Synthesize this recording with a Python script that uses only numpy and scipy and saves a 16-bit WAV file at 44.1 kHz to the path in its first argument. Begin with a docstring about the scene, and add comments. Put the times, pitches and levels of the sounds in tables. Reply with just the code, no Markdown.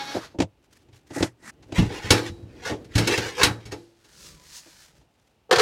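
"""A bench with a mat, heard close up: a cassette deck is dragged and turned, knocking as it goes.
Its steel cover grates and jerks free in clashes, is lifted away with a swish and set down with a clatter.
Rubbing is coloured noise or grit under swelling strokes, with harmonics for the judder and a gliding sine
for the zip. Blows are decaying sines over a noise wash. Hands murmur and squeak over a quiet room."""
import sys
import numpy as np
from scipy import signal
from scipy.fft import rfft, irfft, next_fast_len
from scipy.io import wavfile
from scipy.ndimage import map_coordinates

SR = 44100
rng = np.random.default_rng(int(sys.argv[2]) if len(sys.argv) > 2 else 0)


def unload_wav(signal):
    """Save mono or channel-first audio to the path in sys.argv[1] as 16-bit WAV at rate SR, clipped to [-1, 1]."""
    wavfile.write(
        sys.argv[1],
        SR,
        np.round(np.clip(np.atleast_2d(signal).T, -1, 1) * 32767).astype(np.int16),
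    )


N = 247401
RING = SR * 3 // 5  # samples in one blow

# modes of the held cover, levels before trim and scatter: f/Hz, level/dB, t60/s at ring length 1
COVER_MODES = [(52, -25.5, .4), (93, 0, 0.27), (105, 7, 0.057), (112.6, 0.5, 0.61), (163, 3, 0.069),
               (175.1, -7.5, 0.47), (204, -2.5, 0.16), (298.6, 3.5, 0.51), (340.8, -4, 0.98),
               (417, 6, 0.22), (487, -3.5, 0.58), (485, -10.5, 0.083), (755, -21.5, 0.21),
               (848.6, -5.5, 0.46), (934, -7, 0.22), (1291, -26.5, 0.44), (1440, -2.5, 0.13),
               (1834, -5.5, 0.12), (2230, 5, 0.11), (2680, -3, 0.23), (3270, -17, 0.24),
               (3890, -13.5, 0.62), (4625, -17.5, 0.33), (5290, -4.5, 0.23), (5390, -2, 0.17),
               (6530, -0.5, 0.11)]
# ringing time of the steel sheet's wash at ring length 1: f/Hz, t60/s
STEEL_WASH_T60 = [(80, 0.065), (400, 0.44), (1500, 0.24), (4000, 0.11), (12000, 0.11)]
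# colour of skin or cloth rubbing on the sheet: f/Hz, relative level/dB per Hz
BRUSH_TONE = [(290, -38), (500, -8), (906, -14.5), (974, -1.5), (1050, -8.5), (1670, -3), (2230, -5.5),
              (6140, -7.5), (11600, -17.5), (16000, -24)]


def amp(db):
    """Decibels to gain."""
    return 10 ** (np.asarray(db) / 20)


def unit(x):
    """Scaled to rms 1."""
    return x / np.sqrt(np.mean(x ** 2) + 1e-20)


def along(points, hz):
    """A (f/Hz, value) curve read on a log frequency axis."""
    f, value = np.transpose(points)
    return np.interp(np.log(hz + 1), np.log(f), value)


def level(rows):
    """Gain per sample from a (t/s, level/dB) curve, dropping to -140 dB after its last point."""
    return amp(np.interp(np.arange(N) / SR, *np.transpose(rows), right=-140))


def wobble(rate):
    """A smooth random curve with `rate` knots a second."""
    knots = rng.standard_normal(2000)
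    return map_coordinates(knots, [np.arange(N) * rate / SR], mode="wrap")


def filtered(x, response):
    """x times a response of frequency, padded so that its tail does not wrap round."""
    m = next_fast_len(len(x) + 8192)
    spectrum = rfft(x, m) * response(np.fft.rfftfreq(m, 1 / SR))
    return irfft(spectrum, m)[:len(x)]


def coloured(x, tone):
    """x with a (f/Hz, level/dB) colour, at rms 1."""
    return unit(filtered(x, lambda hz: amp(along(tone, hz))))


def resonance(hz, centre_hz, width_hz):
    """Causal response of one mode, with a peak of 1."""
    return 1j * hz * width_hz / (centre_hz ** 2 - hz ** 2 + 1j * hz * width_hz)


def grit(rate, spread_db):
    """Tiny slips of random size at random moments, `rate` a second, under a wandering level."""
    slips = rng.random(N) < rate / SR
    return unit(slips * rng.standard_normal(N) * amp(spread_db * wobble(140)))


def strokes(rows):
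    """Gain per sample of rubbing strokes that each swell to a peak and fade."""
    drop_db = 20  # swell and fade are the times taken to cover this
    roundness = 1.41  # 1 = pointed peak, 2 = bell
    t, power = np.arange(N) / SR, np.zeros(N)
    for peak_s, db, swell, fade in rows:
        away = np.minimum(np.maximum((peak_s - t) / swell, (t - peak_s) / fade), 5)
        power += amp(db - drop_db * np.abs(away) ** roundness) ** 2
    return np.sqrt(power)


def ring(modes, wash, wash_t60, modes_db, length, late_db, late_t60, free=1):
    """One blow: clear modes over a wash that dies at its own pace in each band and leaves a late ring."""
    t = np.arange(RING, dtype=np.float32) / SR
    hz, db, t60 = np.transpose(modes).astype(np.float32)[:, :, None]
    # each blow excites the modes a little differently
    strength = amp(db + modes_db + 2 * rng.standard_normal(hz.shape)).ravel()
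    decay = np.exp(-t * np.float32(np.log(1000) / (length * free)) / t60)
    clear = strength @ (decay * np.sin(2 * np.pi * hz * t))
    noise = coloured(rng.standard_normal(RING), wash)
    f, s, z = signal.stft(noise, SR, nperseg=256)
    early = amp(-60 * s / (length * along(wash_t60, f)[:, None]))
    late = amp(late_db - 60 * s / (late_t60 * free))
    return clear + signal.istft(z * (early + late), SR, nperseg=256)[1][:RING]


def blows(rows, voice, rise, thump_db, body_db, bright_db):
    """Each contact drives the low, middle and high bands at levels of its own."""
    out, t = np.zeros(N + SR), np.arange(RING) / SR
    edges = [(180, "low"), ((180, 1000), "band"), (1000, "high")]  # Hz
    bands = [signal.butter(3, edge, kind, fs=SR, output="sos") for edge, kind in edges]
    for s, bright, thump, body, length in rows:
        build_up = 1 - np.exp(-t / max(rise(bright), 1e-4))
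        blow = voice(s, max(length, .2)) * build_up
        levels = (thump + thump_db, body + body_db, bright + bright_db)
        for band, db in zip(bands, levels):
            part = signal.sosfilt(band, blow)
            # the level is that of the first 25 ms
            out[round(s * SR):][:RING] += amp(db) * part / np.std(part[:SR // 40])
    return out[:N]


def handling():
    """Hands on the case excite a low, wavering murmur of the panels, over steady room noise."""
    # how hard the hands work the case: t/s, murmur level/dB before its waver
    grip = [(0, -56), (.65, -64.5), (1.5, -61.5), (1.78, -46), (2.45, -50), (2.75, -46), (3.6, -56.5),
            (4, -78.5)]
    # colour of the room: f/Hz, relative level/dB per Hz
    room_tone = [(29, -36.5), (50, 2.5), (661, -9), (884, -6.5), (973, -14.5), (1960, -19), (2810, -15.5),
                 (3250, -20), (12300, -34.5), (13800, -34.5), (16000, -36.5)]
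    murmur_tone = [(30, -14), (60, -10.5), (110, -9.5), (200, -18.5), (300, -9.5), (500, -20.0),
                   (900, -33.5), (3000, -42.5), (7000, -51.0), (15000, -61.5)]
    murmur = level(grip) * amp(2.2 * wobble(22)) * coloured(rng.standard_normal(N), murmur_tone)
    room = amp(-67) * coloured(rng.standard_normal(N), room_tone)
    return murmur + room


def drag():
    """Pushes over the mat: stick-slip gives a harmonic squeak, fine slips a hiss, the grain a sinking zip."""
    # judder, hiss (before trim) and zip strokes: peak t/s, level/dB, swell/s, fade/s
    judder = [(.01, -32.5, .1, .055), (.095, -35, .075, .09)]
    hiss_strokes = [(.02, -40, .1, .15), (.165, -36, .22, .06), (.245, -41.5, .1, .055),
                    (.32, -60, .05, .05)]
    zip_strokes = [(.228, -48, .045, .045)]
    # overtones of the judder: multiple, relative level/dB
    judder_tone = [(1, -7.5), (2, -14), (3, 3), (4, -14), (5, -10.5), (6, -2.5), (7, -16.5), (8, -3.5),
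                   (9, -9), (10, -9), (11, -12), (12, -5.5), (13, -5.5), (14, -1.5), (15, -6), (16, -6.5),
                   (17, -15), (18, -15), (19, -14.5), (20, -10), (21, -10), (22, -22.5), (23, -22),
                   (24, -18.5)]
    # colour of the hiss: f/Hz, relative level/dB per Hz
    hiss_tone = [(25, -48), (60, -38), (150, 5), (300, 0), (600, 3.5), (1000, 3), (1600, 4), (2600, -2),
                 (4500, -0.5), (6500, -6), (8500, -15), (13000, -19), (16000, -34.5)]
    slip_hz = 276  # mean slips a second
    zip_peak_hz, zip_sag = 1180, 12000  # Hz at the stroke's peak, Hz per s

    cycles = np.cumsum(slip_hz * (1 + 0.004 * wobble(120))) / SR
    squeak = np.zeros(N)
    for k, db in judder_tone:
        flicker = amp(db + 2.5 * wobble(40))
        squeak += flicker * np.sin(2 * np.pi * (k * cycles + rng.random()))
    squeak = unit(squeak)
    hiss = coloured(grit(rate=22000, spread_db=0), hiss_tone)
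    # the pitch sinks as the push slows
    zip_hz = np.maximum(zip_peak_hz - zip_sag * (np.arange(N) / SR - zip_strokes[0][0]), 0)
    rasp = np.sqrt(2) * np.sin(2 * np.pi * np.cumsum(zip_hz * (1 + .08 * wobble(400))) / SR)
    return strokes(judder) * squeak + strokes(zip_strokes) * rasp + amp(-0.5) * strokes(hiss_strokes) * hiss


def bumps():
    """Knocks of the deck and hands on the bench: short modes and wash, damped by the mat."""
    # knocks, levels before trim: t/s, click level/dB, thump level/dB, knock level/dB
    knocks = [(0.146, -33.5, -41.5, -20.5), (0.1651, -32, -42, -20), (0.3425, -53, -57, -35.5),
              (0.3862, -25, -23.5, -19), (0.4009, -12, -36.5, -12.5), (0.418, -16.5, -27.5, -23.5),
              (0.4314, -41.5, -28.5, -39), (0.8838, -51, -50, -52.5), (0.926, -43, -49, -67),
              (1.103, -34.5, -40, -32.5), (1.1597, -40.5, -42, -21.5), (1.204, -24.5, -23.5, -19),
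              (1.2254, -8.5, -24, -13), (1.2659, -34.5, -49, -41), (1.423, -43.5, -64, -48.5),
              (1.6236, -39.5, -74, -53), (1.6877, -51.5, -49, -42), (1.721, -26.5, -34, -25.5),
              (4.6582, -46, -72, -47), (5.01, -50, -57.5, -56)]
    # modes of the deck on the bench, before trim and scatter: f/Hz, level/dB, t60/s at ring length 1
    bench_modes = [(100.6, 1.5, 0.12), (119, -9, 0.31), (178.3, 2.5, 0.079), (288, 4.5, 0.1),
                   (327.4, 2, 0.13), (514.6, -3, 0.081), (664, -17, 0.064), (887, -13.5, 0.078)]
    # dense higher modes: f/Hz, relative level/dB per Hz
    bench_wash = [(41, -41), (70, -22), (268, -2.5), (664, -1.5), (744, -6), (872, -2.5), (1050, -15.5),
                  (1760, -12.5), (1930, -14), (2220, -12), (2720, -12.5), (7060, -19.5), (16000, -52)]
    # their ringing time at ring length 1: f/Hz, t60/s
    bench_t60 = [(80, 0.06), (400, 0.15), (1500, 0.077), (10000, 0.077)]
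    # slow build-up, then fast build-up with the click it must exceed: click level/dB, rise/s
    mat_rise = [(-21, 0.015), (-33.5, .0018)]
    (_, slow_s), (threshold_db, fast_s) = mat_rise
    mat_length = 0.73  # ring length factor on the damping mat

    def voice(s, length):
        return ring(bench_modes, bench_wash, bench_t60, modes_db=-0.5, length=length,
                    late_db=-53, late_t60=0.15)

    def rise(click_db):
        return fast_s if click_db > threshold_db else slow_s

    rows = [(*row, mat_length) for row in knocks]
    return blows(rows, voice, rise, thump_db=-5.5, body_db=-6.5, bright_db=-18.0)


def fingers():
    """Dry skin slips in fine grit on the painted steel; wavering sines make four faint squeaks."""
    # slides into a new grip, before trim: peak t/s, level/dB, swell/s, fade/s
    slides = [(.635, -67, .018, 0.073), (.725, -56, .025, .1), (.8, -63.5, .025, 0.074),
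              (.955, -56.5, .035, 0.077), (1.08, -61, .025, 0.069), (1.535, -73, .03, .03),
              (1.66, -65, 0.027, 0.081), (5.2, -70.5, 0.18, .3)]
    # fingertip squeaks: middle t/s, half length/s, f/Hz, peak level/dB
    squeak_rows = [(4.27, .03, 2800, -60), (4.335, .03, 1170, -62), (4.41, .04, 1000, -61),
                   (4.81, .05, 1750, -63)]
    t = np.arange(N) / SR
    waver = np.cumsum(1 + 0.0132 * wobble(200)) / SR  # time that runs unevenly bends the pitch
    squeaks = np.zeros(N)
    for s, half, hz, db in squeak_rows:
        squeaks += amp(db) * np.exp(-((t - s) / half) ** 2) * np.sin(2 * np.pi * hz * waver)
    skin = coloured(grit(rate=12000, spread_db=4), BRUSH_TONE)
    return squeaks + amp(-1.5) * strokes(slides) * skin


def turn():
    """The feet hiss over the mat as the deck is swung round; one resonance of the case sings along."""
    # swings, before trim: peak t/s, level/dB, swell/s, fade/s
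    swings = [(1.165, -36, 0.052, 0.081), (1.24, -33.5, 0.09, 0.049), (1.455, -49, 0.028, 0.032),
              (1.498, -40, 0.079, 0.0099)]
    # colour of the rub: f/Hz, relative level/dB per Hz
    turn_tone = [(59, -40), (100, -11), (234, -2), (502, -17.5), (950, -11), (1760, -5.5), (1950, -2.5),
                 (2170, -10.5), (3190, -20), (5080, -15), (8110, -16), (11900, -27), (16000, -40)]
    rub = coloured(grit(rate=34000, spread_db=3.0), turn_tone)
    rub = unit(filtered(rub, lambda hz: 1 + amp(-10) * resonance(hz, centre_hz=1944, width_hz=100)))
    return amp(0.5) * strokes(swings) * rub


def smeared(x, t60):
    """x spread by the countless short-lived modes of a sheet; they change as the contact travels."""
    hop = SR // 25
    t, out = np.arange(SR // 10) / SR, np.zeros(N + SR)
    fade = signal.get_window("hann", 2 * hop)
    for start in range(0, N - 2 * hop, hop):
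        tail = rng.standard_normal(len(t)) * amp(-60 * t / t60)
        grain = x[start:start + 2 * hop] * np.sqrt(fade)
        piece = signal.fftconvolve(grain, tail / np.linalg.norm(tail))
        out[start:start + len(piece)] += piece
    return out[:N]


def scrape():
    """Steel grates on steel, and every slip feeds the modes of the hand-damped cover."""
    # tugs along the chassis, before waver and trim: peak t/s, level/dB, swell/s, fade/s
    tugs = [(1.778, -26.5, .045, 0.065), (1.86, -41.5, .06, .025), (1.95, -36.5, 0.1, .1),
            (2.07, -37.5, .13, .14), (2.18, -32, 0.068, .06), (2.277, -34, 0.07, 0.024),
            (2.57, -57, 0.16, .12), (2.675, -32, .065, .08), (2.99, -32.5, 0.066, 0.11),
            (3.11, -26.5, 0.098, .19), (3.25, -32.5, 0.21, 0.15), (3.41, -23, .055, .08),
            (3.62, -53, .05, 0.049), (3.722, -38, .015, 0.028)]
    # colour of the grating: f/Hz, relative level/dB per Hz
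    scrape_tone = [(35, -31), (60, -7), (118, -3.5), (227, -10.5), (315, -2.5), (492, 8.5), (593, -7.5),
                   (822, 2.5), (1200, -3), (1780, 3.5), (2140, 1.5), (6000, -7), (12100, -25), (16000, -32)]
    pressure = strokes(tugs) * amp(1.1 * wobble(32))
    rub = smeared(pressure * coloured(grit(rate=2500, spread_db=1), scrape_tone), t60=0.059)
    t, held = np.arange(RING) / SR, .45  # the hands shorten the ringing by this factor
    panel = np.zeros(RING)
    for hz, _, t60 in COVER_MODES:
        even_gain = 2 * np.log(1000) / (held * t60 * SR)  # about the same peak response for every mode
        panel += amp(-60 * t / (held * t60)) * np.cos(2 * np.pi * hz * t) * even_gain
    return amp(0.5) * rub + amp(-10.0) * signal.fftconvolve(rub, panel)[:N]


def jolts():
    """The cover catches and snaps past the chassis: panel modes boom under a clashing steel wash."""
    # catches, levels before trim: t/s, clash level/dB, thump level/dB, panel level/dB, ring length factor
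    catches = [(1.7808, -20, -10.5, -26.5, 0.46), (1.8197, -32.5, -21.5, -23.5, 0.37),
               (1.8994, -54.5, -55, -30, 1.0), (2.0413, -41.5, -29, -36.5, 0.85),
               (2.1048, 3, -15, -11.5, 0.98), (2.295, -51, -32, -64, 0.89), (2.4236, -53, -35.5, -49, .7),
               (2.6946, -27.5, -58, -24.5, 0.53), (2.7103, -35.5, -30.5, -22.5, 0.49),
               (2.8437, -40.5, -47, -68, 0.48), (2.9525, -12, -13.5, -24.5, .9),
               (2.9781, -7.5, -30.5, -21.5, 1), (3.0722, -7, -44.5, -19.5, 0.82),
               (3.1757, -13, -27.5, -22.5, 0.6), (3.2549, -28, -38, -34.5, 0.78),
               (3.4318, 2.5, -25, -19, 0.94), (3.4663, -45, -24.5, -25.5, 1.0), (3.6526, -31, -40, -42, 1),
               (3.7178, -24.5, -37.5, -28.5, 0.48), (4.0434, -43, -66.5, -58, 0.6)]
    # dense higher modes of the held cover: f/Hz, relative level/dB per Hz
    cover_wash = [(21, -33.5), (35, -1), (103, -3.5), (252, -6), (431, -4), (667, -12.5), (739, -11.5),
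                  (979, -16), (1810, -13), (2010, -14), (3530, -13), (4010, -8.5), (10600, -22.5),
                  (13400, -30), (16000, -41.5)]
    # ringing first shortens, then lengthens as the cover comes clear: t/s, factor on modes and late ring
    freedom = [(2.1, 0.87), (3.45, 0.55), (3.7, 1.26)]
    # the harder steel meets steel, the faster the build-up: clash level/dB, rise/s
    catch_rise = [(-20, 0.0048), (3, .0008)]

    def voice(s, length):
        free = np.interp(s, *np.transpose(freedom))
        return ring(COVER_MODES, cover_wash, STEEL_WASH_T60, modes_db=-11, length=length,
                    late_db=-21, late_t60=0.53, free=free)

    def rise(clash_db):
        return np.interp(clash_db, *np.transpose(catch_rise))

    return blows(catches, voice, rise, thump_db=-2.5, body_db=-5.0, bright_db=-16.0)


def mirrored(x, share, start_s, gap_m, m_per_s):
    """x with three echoes from a gap that widens at a steady speed; soft skin swallows their treble."""
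    at, sound_m_per_s = np.arange(N), 343
    gap = gap_m + m_per_s * np.maximum(at / SR - start_s, 0)
    delay = 2 * gap / sound_m_per_s * SR  # samples there and back
    dull = filtered(x, lambda hz: 1 / (1 + (hz / 2600) ** 2))
    echoes = np.zeros(N)
    for k in range(1, 4):
        echoes += min(share, .9) ** k * map_coordinates(dull, [at - k * delay], order=1)
    return unit(x + echoes)


def lift():
    """The cover brushes past arm and clothes in gritty noise while the thin sheet flexes in low noise."""
    # brushes past the body and flexes of the sheet, before trim: peak t/s, level/dB, swell/s, fade/s
    brushes = [(4.085, -78, 0.0404, 0.29), (4.265, -50, 0.3, 0.18), (4.48, -54, .2, 0.24),
               (4.572, -47.5, 0.12, .1), (4.69, -55, 0.15, 0.21), (4.825, -54, 0.22, .17),
               (4.98, -64.5, 0.095, 0.11)]
    flexes = [(4.27, -51, 0.23, .4), (4.74, -63, 0.17, 0.25), (5.0, -57, 0.203, 0.041)]
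    # colour of the flexing: f/Hz, relative level/dB per Hz
    flex_tone = [(18, -37), (30, -1.5), (79, -2), (108, -18), (140, -2.5), (253, -16), (341, -13),
                 (600, -17.5), (780, -52), (1320, -120)]
    brush = strokes(brushes)
    rub = coloured(grit(rate=2900, spread_db=-1.7), BRUSH_TONE)
    swish = brush * mirrored(rub, share=0.287, start_s=4.1, gap_m=.11, m_per_s=.17)
    flex = strokes(flexes) * coloured(rng.standard_normal(N), flex_tone)
    # the faster the stroke, the brighter its hiss
    speed = brush / brush.max()
    bright_tone = [(2000, -25.5), (4200, -2), (6500, -2), (14000, -19.5)]
    bright = speed * brush * coloured(rng.standard_normal(N), bright_tone)
    return amp(-2.0) * swish + amp(5.0) * bright + amp(-1.5) * flex


def landing():
    """The free cover touches down, lands and rocks: a quick clatter of blows on its loose modes."""
    # contacts, levels before trim: t/s, clash level/dB, thump level/dB, panel level/dB, length factor
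    contacts = [(5.492, -52.5, -59, -38.5, .8), (5.51, -5.5, -43.5, -12.5, 0.37),
                (5.5236, -6, -35, -11.5, 0.91), (5.5574, -9, -29, -45, 0.78), (5.5824, -7.5, -40, -15, 1),
                (5.5941, -4.5, -37.5, -14, 0.92)]
    # modes of the loose cover, before trim and scatter: f/Hz, level/dB, t60/s at ring length 1
    loose_modes = [(357, -2.5, 0.22), (454, -4, 0.6), (476, 7.5, 0.33), (530, -61, 0.595), (741, 1.5, 0.18),
                   (990, -12.5, .2), (1369, -13, 0.068), (1780, -11, 0.36), (3290, -8.5, 0.1)]
    # dense higher modes: f/Hz, relative level/dB per Hz
    loose_wash = [(29, -39), (50, -17.5), (116, -8), (306, -40.5), (483, 5), (559, -18), (1100, -12),
                  (1620, -16), (2060, -18.5), (2680, -19.5), (4560, -16.5), (10100, -35), (16000, -51)]

    def voice(s, length):
        return ring(loose_modes, loose_wash, STEEL_WASH_T60, modes_db=-5.5, length=0.58 * length,
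                    late_db=-18.0, late_t60=0.29)

    def rise(clash_db):
        return 0.0035  # s, the same for every blow

    return blows(contacts, voice, rise, thump_db=-6.0, body_db=-2.0, bright_db=-13)


def scene():
    """All sources summed to one microphone that feeds both channels."""
    mono = handling() + drag() + bumps() + fingers() + turn() + scrape() + jolts() + lift() + landing()
    return np.array([mono, mono])


def record(dry):
    """The microphone thins the deepest bass, rounds peaks off near full scale, then cuts the top band."""
    top_hz = 16100
    thin = signal.sosfilt(signal.butter(3, 38, "high", fs=SR, output="sos"), dry)
    held = thin / (1 + np.abs(thin) ** 6) ** (1 / 6)
    return np.array([filtered(channel, lambda hz: hz < top_hz) for channel in held])


dry = scene()
out = record(dry)
unload_wav(out)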